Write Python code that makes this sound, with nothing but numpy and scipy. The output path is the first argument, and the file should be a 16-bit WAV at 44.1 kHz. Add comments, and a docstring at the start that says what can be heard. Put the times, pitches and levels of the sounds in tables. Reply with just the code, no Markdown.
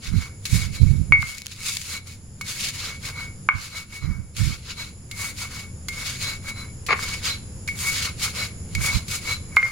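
"""In a small room, on a carpet, a stone pestle grinds dry crumbs in a shallow stone mortar.
Each push crushes grains and rubs stone on stone, which keeps the pestle ringing faintly; bigger crumbs
snap and bare stone squeaks. The pestle lands softly on the crumbs, knocks hard on bare stone three
times and judders once. Low rumble and thin hiss lie underneath; puffs of air buffet the right microphone."""
import sys
import numpy as np
from scipy import signal
from scipy.fft import rfft, irfft, next_fast_len
from scipy.io import wavfile
from scipy.ndimage import uniform_filter1d

SR = 44100
rng = np.random.default_rng(int(sys.argv[2]) if len(sys.argv) > 2 else 0)


def generate_wav(sig):
    """Save sig (samples, or channels by samples) to the path in sys.argv[1] as 16-bit PCM at SR."""
    pcm = np.round(np.clip(np.atleast_2d(sig).T, -1, 1) * 32767).astype(np.int16)
    wavfile.write(sys.argv[1], SR, pcm)


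N = 428211
TIME = np.arange(N) / SR
BIN_HZ = np.fft.rfftfreq(next_fast_len(N), 1 / SR)

# Levels are relative within a layer; a colour is a spectral density.
# colours of the room's low rumble and its peaky hiss: f/Hz, level/dB
RUMBLE_COLOUR = [(20, -2), (45, -5), (90, 6.5), (130, -0.5), (200, -5), (320, -17.5), (520, -20),
                 (1200, -73)]
HISS_COLOUR = [(700, 4), (3000, -4.5), (4200, -8.5), (5200, 5), (5950, -9), (7000, 13.5), (8600, -15.5),
               (10300, 11.5), (11200, 0.5), (12000, -27.5)]
# the background ducks, at the start and at the hard knocks: t/s, depth of the hiss dip/dB
BACKGROUND_DIPS = [(0, 6.5), (1.126, 9.5), (3.489, 9), (9.57, 9)]
# pushes of the pestle: t of peak/s, swell/s, fade/s, rub level/dB, crush level/dB, powder treble/dB; the last
# row stands for the stone ringing on after the final knock
PUSHES = [(0.069, 0.039, 0.03, -42.5, -30.5, -6.5), (0.229, 0.12, 0.063, -42.5, -39, -3),
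          (0.561, 0.072, 0.039, -43, -29, 4), (0.631, 0.096, 0.048, -41.0, -32, -3),
          (0.761, 0.029, 0.031, -43, -36.5, -1), (0.828, 0.022, 0.17, -50.5, -43, -2.0),
          (1.287, 0.11, 0.097, -47.5, -37.0, 1.5), (1.384, 0.015, 0.0097, -54, -39.5, -4),
          (1.501, 0.052, 0.092, -67, -35, -3), (1.687, 0.086, 0.028, -43.5, -29, 1),
          (1.749, 0.057, 0.031, -56, -32.5, 2.5), (1.913, 0.19, 0.032, -61, -33, 2),
          (1.934, 0.054, 0.046, -40, -32, 1), (2.077, 0.022, 0.082, -55, -42.5, 0.5),
          (2.49, 0.03, 0.029, -42, -27.5, -2.5), (2.611, 0.11, 0.021, -62, -39.5, 11),
          (2.663, 0.13, 0.044, -42.0, -23, -3.5), (2.741, 0.023, 0.083, -49, -38, 1.5),
          (2.869, 0.098, 0.068, -38.5, -27, -6.5), (3.081, 0.051, 0.033, -38.5, -27.5, -2.0),
          (3.179, 0.046, 0.096, -40, -40, -3.5), (3.63, 0.071, 0.071, -48, -35.0, -2.5),
          (3.782, 0.064, 0.047, -41, -35, -1), (3.939, 0.038, 0.061, -47.5, -39, 0.5),
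          (4.038, 0.023, 0.15, -44.5, -49, -8), (4.387, 0.024, 0.12, -40.5, -28.5, -1),
          (4.542, 0.088, 0.022, -42.5, -32.5, -7), (4.702, 0.049, 0.033, -45, -30.5, -10.0),
          (4.799, 0.033, 0.076, -41.5, -33, -4), (5.243, 0.079, 0.064, -38.5, -32, 5.5),
          (5.425, 0.039, 0.036, -37.5, -26, 1), (5.562, 0.092, 0.087, -41.5, -37.5, -2),
          (6.01, 0.075, 0.073, -38, -28.5, -1), (6.07, 0.026, 0.12, -40.5, -25.5, -4.0),
          (6.241, 0.045, 0.055, -38.5, -26, -2), (6.279, 0.049, 0.066, -34.5, -30.5, -2.5),
          (6.485, 0.042, 0.035, -39.0, -36, 0.0), (6.591, 0.039, 0.066, -40, -44, -0.5),
          (7.037, 0.062, 0.026, -38, -28.5, -1), (7.115, 0.081, 0.073, -39.5, -28, -4.5),
          (7.258, 0.035, 0.073, -31.5, -23, -6), (7.874, 0.086, 0.065, -38.5, -27, 7.5),
          (8.052, 0.18, 0.048, -35.5, -25, -4), (8.258, 0.048, 0.048, -35.5, -23, -0.5),
          (8.397, 0.049, 0.064, -31.5, -26, -2), (8.842, 0.04, 0.105, -35, -33.0, 10.5),
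          (8.946, 0.14, 0.053, -35, -25.5, -5), (9.142, 0.05, 0.043, -39, -27, 2.5),
          (9.3, 0.063, 0.054, -35, -27.5, -1.5), (9.657, 0.097, 0.21, -38, -45, 3)]
# colours of stone rubbing stone and of breaking crumbs: f/Hz, level/dB
RUB_COLOUR = [(300, -32), (480, -1), (750, -10), (1000, 0), (1250, 5), (1550, 3), (1850, -14),
              (2400, -10.5), (3200, -35), (5000, -2.5), (9000, -17.5)]
CRUSH_COLOUR = [(700, -22.5), (1500, -9.5), (2500, 1.5), (3200, -2.5), (4400, 3.5), (5900, -2), (6900, 2.5),
                (8200, -5), (10500, -3.5), (12500, -12), (15500, -13.5)]
# fractures are sparse in big flakes, dense in powder: t/s, rate/Hz
FRACTURE_RATE = [(.9, 30000), (1.3, 4100), (1.6, 3600), (1.95, 22000), (8, 26600)]
# the treble shelf that fine powder lifts: f/Hz, gain
POWDER_SHELF = [(4500, 0.14), (9000, 0.98)]
# stereo image of the grinding: f/Hz, left-right correlation
STEREO_LIKENESS = [(450, 0.89), (1200, 0.66), (4000, 0.33), (11000, 0.0)]
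# ringing modes of the stone: f/Hz, level/dB, t60/s, left-ear lead/rad (limited to +-1 in use)
STONE_MODES = [(2130, -8.5, 0.35, -6), (2127, -12.5, 0.16, -3.5), (2225, 2, 0.11, 3),
               (2224, -16, 0.41, 4.4), (4630, -21, 0.105, -3.5), (6800, -14.5, 0.071, 0)]
# puffs of air: t of peak/s, level/dB, fade/s
AIR_PUFFS = [(.1, -22, 0.055), (0.149, -8, 0.045), (0.547, -6.5, 0.037), (.63, -21, 0.11),
             (0.831, -5, 0.052), (.91, -12, 0.069), (1.0, -13.5, 0.041), (1.112, -12.5, 0.052),
             (1.19, -23, .07), (3.55, -25, 0.049), (4.052, -14.5, 0.053), (4.1, -15, .03),
             (4.17, -24.5, 0.066), (4.408, -14.5, 0.044), (4.48, -10.5, 0.038), (8.77, -18.5, 0.066),
             (8.969, -13.5, 0.011)]
# their bassy colour: f/Hz, level/dB
PUFF_COLOUR = [(18, -4.5), (70, 2), (130, 0), (190, -9.5), (400, -34.5), (700, -67)]
# a stroke ends on bare stone and squeaks: t/s, level/dB
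STONE_SQUEAKS = [(.17, -46), (.8, -43), (1.95, -40), (3.2, -43), (3.76, -42), (4.04, -50), (4.812, -37),
                 (6.278, -30.5), (6.49, -45), (6.6, -39), (7.308, -29), (8.41, -31.5), (8.95, -32.5),
                 (9.32, -30.5)]
# crumbs bursting under the pestle: t/s, level/dB, crumbling time/s
CRUMB_SNAPS = [(0.4538, -17.5, 0.016), (1.222, -19.5, 0.0028), (1.383, -21, 0.0014), (1.419, -23, 0.0016),
               (1.46, -18.5, .001), (1.4673, -11.5, 0.00068), (1.7695, -12, 0.0022), (1.8157, -18, 0.0021),
               (2.072, -31, 0.0023), (2.4116, -20.5, 0.0064), (4.366, -22, 0.0062), (5.1127, -23.5, 0.0076),
               (5.385, -27, .01), (5.884, -18, 0.0078), (6.8647, -23, 0.015), (7.676, -23.5, 0.018),
               (7.789, -20, 0.0028), (8.196, -27.5, 0.011), (8.75, -16, 0.0053), (9.082, -24.5, 0.012),
               (9.563, -20, 0.008)]
# pestle meets mortar: t/s, ring level/dB, clack level/dB, ring length factor, lowest pair's boost/dB
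PESTLE_KNOCKS = [(.457, -39, -36, 2, -7), (1.1222, -5.5, -5, 1.35, -4), (1.228, -32.5, -15, 0.8, 15.5),
                 (2.411, -28.5, -20.5, 0.9, -13), (3.4887, -11, 2.5, 0.59, -3.5),
                 (3.9244, -38.5, -58, 2.0, -7), (5.1124, -42.5, -38, 2.5, 9), (5.8854, -34, -26, 1.3, 11),
                 (6.9922, -44, -16.5, 0.5, -9), (7.6789, -25.5, -53, 1.5, -11),
                 (7.6877, -18.5, -59, 1, -26), (8.752, -22.5, -49, 0.94, -15),
                 (9.5682, -14.5, -1.5, 0.49, 14.5), (9.629, -25.5, -60, 1, 17.5)]
# short, hand-damped modes of a contact: f/Hz, level/dB, t60/s
CLACK_MODES = [(1227, -2, 0.016), (1520, 1, 0.0097)]
# envelope of the pestle juddering over bare stone: t/s, level/dB
JUDDER_ENVELOPE = [(6.885, -36), (6.888, -26.5), (6.903, -22.5), (6.927, -19.5), (6.94, -28), (6.965, -63)]
# its rasping colour: f/Hz, level/dB
JUDDER_COLOUR = [(220, -26), (450, -3), (700, -11), (1150, 6), (1600, -5), (2400, 5.5), (3200, -14),
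                 (4500, -8.5), (6000, -25), (10000, -47)]


def from_db(db):
    """Decibels to gain."""
    return 10 ** (np.asarray(db) / 20)


def rms_one(x):
    """Scale to unit power."""
    return x / np.sqrt(np.mean(x ** 2) + 1e-20)


def in_time(points):
    """A curve over time, joined by straight lines."""
    return np.interp(TIME, *np.transpose(points))


def per_bin(points):
    """A curve over log frequency, read at every FFT bin."""
    hz, value = np.transpose(points)
    return np.interp(np.log(BIN_HZ + 1), np.log(hz), value)


def shaped(x, gain):
    """Equalise with one gain per FFT bin."""
    return irfft(rfft(x, next_fast_len(N)) * gain, next_fast_len(N))[..., :N]


def coloured(x, colour):
    """Give a signal a colour, at unit power."""
    return rms_one(shaped(x, from_db(per_bin(colour))))


def spread(pair):
    """Two unrelated signals become mid and side: narrow in the bass, wide in the treble."""
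    alike = per_bin(STEREO_LIKENESS)
    return shaped(pair[0], np.sqrt(1 + alike)) + shaped(pair[1], np.sqrt(1 - alike)) * [[1], [-1]]


def drift(rate_hz, size=8192):
    """A smooth random modulator at unit power."""
    hz = np.fft.rfftfreq(size, N / SR / size)
    slow = irfft(rfft(rng.standard_normal(size)) / (1 + (hz / rate_hz) ** 2))
    return np.interp(np.linspace(0, size - 1, N), np.arange(size), rms_one(slow))


def hump(peak_s, swell_s, fade_s, flatness):
    """A rounded envelope of height 1, 10 dB down at swell_s before its peak and fade_s after it."""
    envelope = np.zeros(N)
    near = slice(*np.searchsorted(TIME, [peak_s - 6 * swell_s, peak_s + 6 * fade_s]))
    t = TIME[near] - peak_s
    envelope[near] = from_db(-10 * np.maximum(-t / swell_s, t / fade_s) ** flatness)
    return envelope


def ring(force, hz, t60, phase=0):
    """One resonator: a unit click starts a dying sine of height 1."""
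    r, w = from_db(-60 / (t60 * SR)), 2 * np.pi * hz / SR
    feedback = [1, -2 * r * np.cos(w), r * r]
    return signal.lfilter([np.sin(phase), r * np.sin(w - phase)], feedback, force + 1e-18)


def background(recovery_s=1.87):
    """A bed of room rumble and thin hiss; both duck suddenly and creep back."""
    dip_db = sum(depth_db * (TIME >= s) * np.exp(-np.abs(TIME - s) / recovery_s)
                 for s, depth_db in BACKGROUND_DIPS)
    rumble = coloured(rng.standard_normal(N) + 0.23 * rng.standard_normal((2, N)), RUMBLE_COLOUR)
    hiss = coloured(.5 * rng.standard_normal(N) + rng.standard_normal((2, N)), HISS_COLOUR)
    return from_db(-34.5 - 0.92 * dip_db) * rumble + from_db(-44.5 - dip_db) * hiss


def pushes(rub_lag_s=0.0022):
    """Overlapping pushes add in power, giving the gains of the rub, the crush and the powder's treble."""
    rub, crush, treble = np.full((3, N), 1e-12)
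    for s, swell_s, fade_s, rub_db, crush_db, powder_db in PUSHES:
        power = hump(s, swell_s, fade_s, flatness=1.75) ** 2
        rub += power * from_db(rub_db) ** 2
        crush += power * from_db(crush_db) ** 2
        treble += power * from_db(crush_db + powder_db) ** 2
    late_rub = np.interp(TIME - rub_lag_s, TIME, np.sqrt(rub))  # stones meet after the crumbs give way
    return late_rub, np.sqrt(crush), np.sqrt(treble / crush)


def grains(per_s, size_db, clump_db, clump_hz):
    """Tiny fractures of uneven size that come in clumps; two unrelated channels at unit power."""
    born = rng.random(N) < per_s / SR
    size = from_db(size_db * np.minimum(rng.exponential(1, N), 4) + clump_db * drift(clump_hz))
    return rms_one(born * size * rng.standard_normal((2, N)) / np.sqrt(per_s + 1))


def stone(force, length, low_db):
    """The stone's modes, phased between the ears; the point of contact weights the lowest pair."""
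    ringing = 0
    for k, (hz, db, t60, lead) in enumerate(STONE_MODES):
        phase = np.clip(lead, -1, 1) / 2
        mode = np.array([ring(force, hz, t60 * length, side * phase) for side in (1, -1)])
        ringing += from_db(db + low_db * (k < 2)) * mode
    return ringing


def hand_echo(x, delay_s, swing, strength):
    """The moving hand throws the sound back with a wandering delay: a gentle flange."""
    lag_s = delay_s * np.exp(swing * drift(5.0))
    echo = np.array([np.interp(TIME - lag_s, TIME, side) for side in x])
    return (x + strength * echo) / np.hypot(1, strength)


def grinding():
    """Grit rubs stone on stone and keeps the pestle singing, while crumbs crunch above it."""
    rub_gain, crush_gain, fineness = pushes()
    grit = grains(per_s=12000, size_db=2.5, clump_db=1.76, clump_hz=30)
    rub = rub_gain * from_db(-3.4) * coloured(spread(grit), RUB_COLOUR)
    fractures = grains(in_time(FRACTURE_RATE), size_db=2.0, clump_db=2.45, clump_hz=14)
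    crush = crush_gain * from_db(-0.5) * coloured(spread(fractures), CRUSH_COLOUR)
    crush += (fineness - 1) * shaped(crush, per_bin(POWDER_SHELF))  # powder hisses higher than flakes
    # the stones touch on and off, more directly through fine powder
    force = rub_gain * fineness ** 0.64 * from_db(2 * drift(7.5)) * grit[0]
    singing = from_db(-21) * stone(force, length=0.73, low_db=-10)
    return hand_echo(rub + crush, delay_s=0.000696, swing=0.284, strength=0.28) + singing


def air_puffs():
    """Lumpy moving air buffets the right microphone and barely touches the left."""
    power = sum((from_db(db) * hump(s, swell_s=0.022, fade_s=fade_s, flatness=1.43)) ** 2
                for s, db, fade_s in AIR_PUFFS)
    turbulence = rng.standard_normal((2, N)) * from_db(2 * drift(38))
    return np.sqrt(power) * from_db([[-28], [0]]) * coloured(turbulence, PUFF_COLOUR)


def squeaks(hz, t60, half_width_s):
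    """Friction briefly feeds one high mode of the stone and holds it at an even strength."""
    pressure = sum(from_db(db) * np.exp(-np.minimum(((TIME - s) / half_width_s) ** 2, 50))
                   for s, db in STONE_SQUEAKS)
    tone = np.array([ring(rng.standard_normal(N), hz, t60) for side in range(2)])
    running_rms = np.sqrt(uniform_filter1d(tone ** 2, size=900, axis=1) + 1e-9)
    return pressure * tone / running_rms


def snaps():
    """A larger crumb bursts into a quickly dying shower of fractures."""
    envelope = np.zeros(N)
    for s, db, crumbling_s in CRUMB_SNAPS:
        at = round(s * SR)
        envelope[at:] += from_db(db - 5.5) * np.exp(-np.minimum(TIME[:N - at] / crumbling_s, 50))
    return envelope * coloured(spread(rng.standard_normal((2, N))), CRUSH_COLOUR)


def knocks():
    """Each contact gives a short clack and sets the stone ringing; a firm grip shortens the ring."""
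    size = SR // 2
    track, blow = np.zeros((2, N + size)), signal.unit_impulse(size)
    # powder rounds the blow, and small stones radiate little bass
    cushion = signal.butter(2, [1000, 2800], "band", fs=SR, output="sos")
    clack = sum(from_db(db) * ring(blow, hz, t60) for hz, db, t60 in CLACK_MODES)
    for s, ring_db, clack_db, length, low_db in PESTLE_KNOCKS:
        hit = from_db(ring_db) * stone(blow, length, low_db) + from_db(clack_db - 5.5) * clack
        at = round(s * SR)
        track[:, at:at + size] += signal.sosfilt(cushion, hit)
    return track[:, :N]


def judder():
    """The pestle sticks and slips in a dense rattle, rasping and feeding the ring."""
    sliding = (TIME > JUDDER_ENVELOPE[0][0]) & (TIME < JUDDER_ENVELOPE[-1][0])
    envelope = from_db(in_time(JUDDER_ENVELOPE)) * sliding
    slips = envelope * grains(per_s=4500, size_db=-0.5, clump_db=1.0, clump_hz=160)
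    rasp = shaped(spread(slips), rms_one(from_db(per_bin(JUDDER_COLOUR))))
    return rasp + from_db(-22.5) * stone(slips[0], length=0.2, low_db=-27)


def room(send, t60, gap_s, damping_hz):
    """Dense reflections start after a short gap and die away, dulled by the furnishings."""
    t = TIME[:SR * 3 // 4]
    tail = rng.standard_normal((2, len(t))) * from_db(-60 * t / t60) * (t > gap_s)
    tail /= np.sqrt(np.sum(tail[0] ** 2))
    tail = signal.sosfilt(signal.butter(2, damping_hz, fs=SR, output="sos"), tail)
    return signal.fftconvolve(send, tail, axes=1)[:, :N]


def scene():
    """The mix: the mortar up close, its room, and the air."""
    scraping = grinding() + snaps() + squeaks(hz=4040, t60=0.12, half_width_s=0.041)
    scraping *= from_db([[.5], [-.5]])  # a touch to the left
    blows = knocks() + judder()
    send = from_db(-12.5) * scraping + from_db(-9.5) * blows
    reflections = room(send, t60=0.41, gap_s=0.006, damping_hz=4300)
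    return scraping + blows + reflections + background() + air_puffs()


def record(dry, cutoff_hz=15800):
    """A soft clip flattens the hardest peaks and a steep low-pass takes off the top."""
    clipped = dry / (1 + dry ** 16) ** (1 / 16)
    return signal.sosfilt(signal.ellip(10, .1, 90, cutoff_hz, fs=SR, output="sos"), clipped)


dry = scene()
out = record(dry)
generate_wav(out)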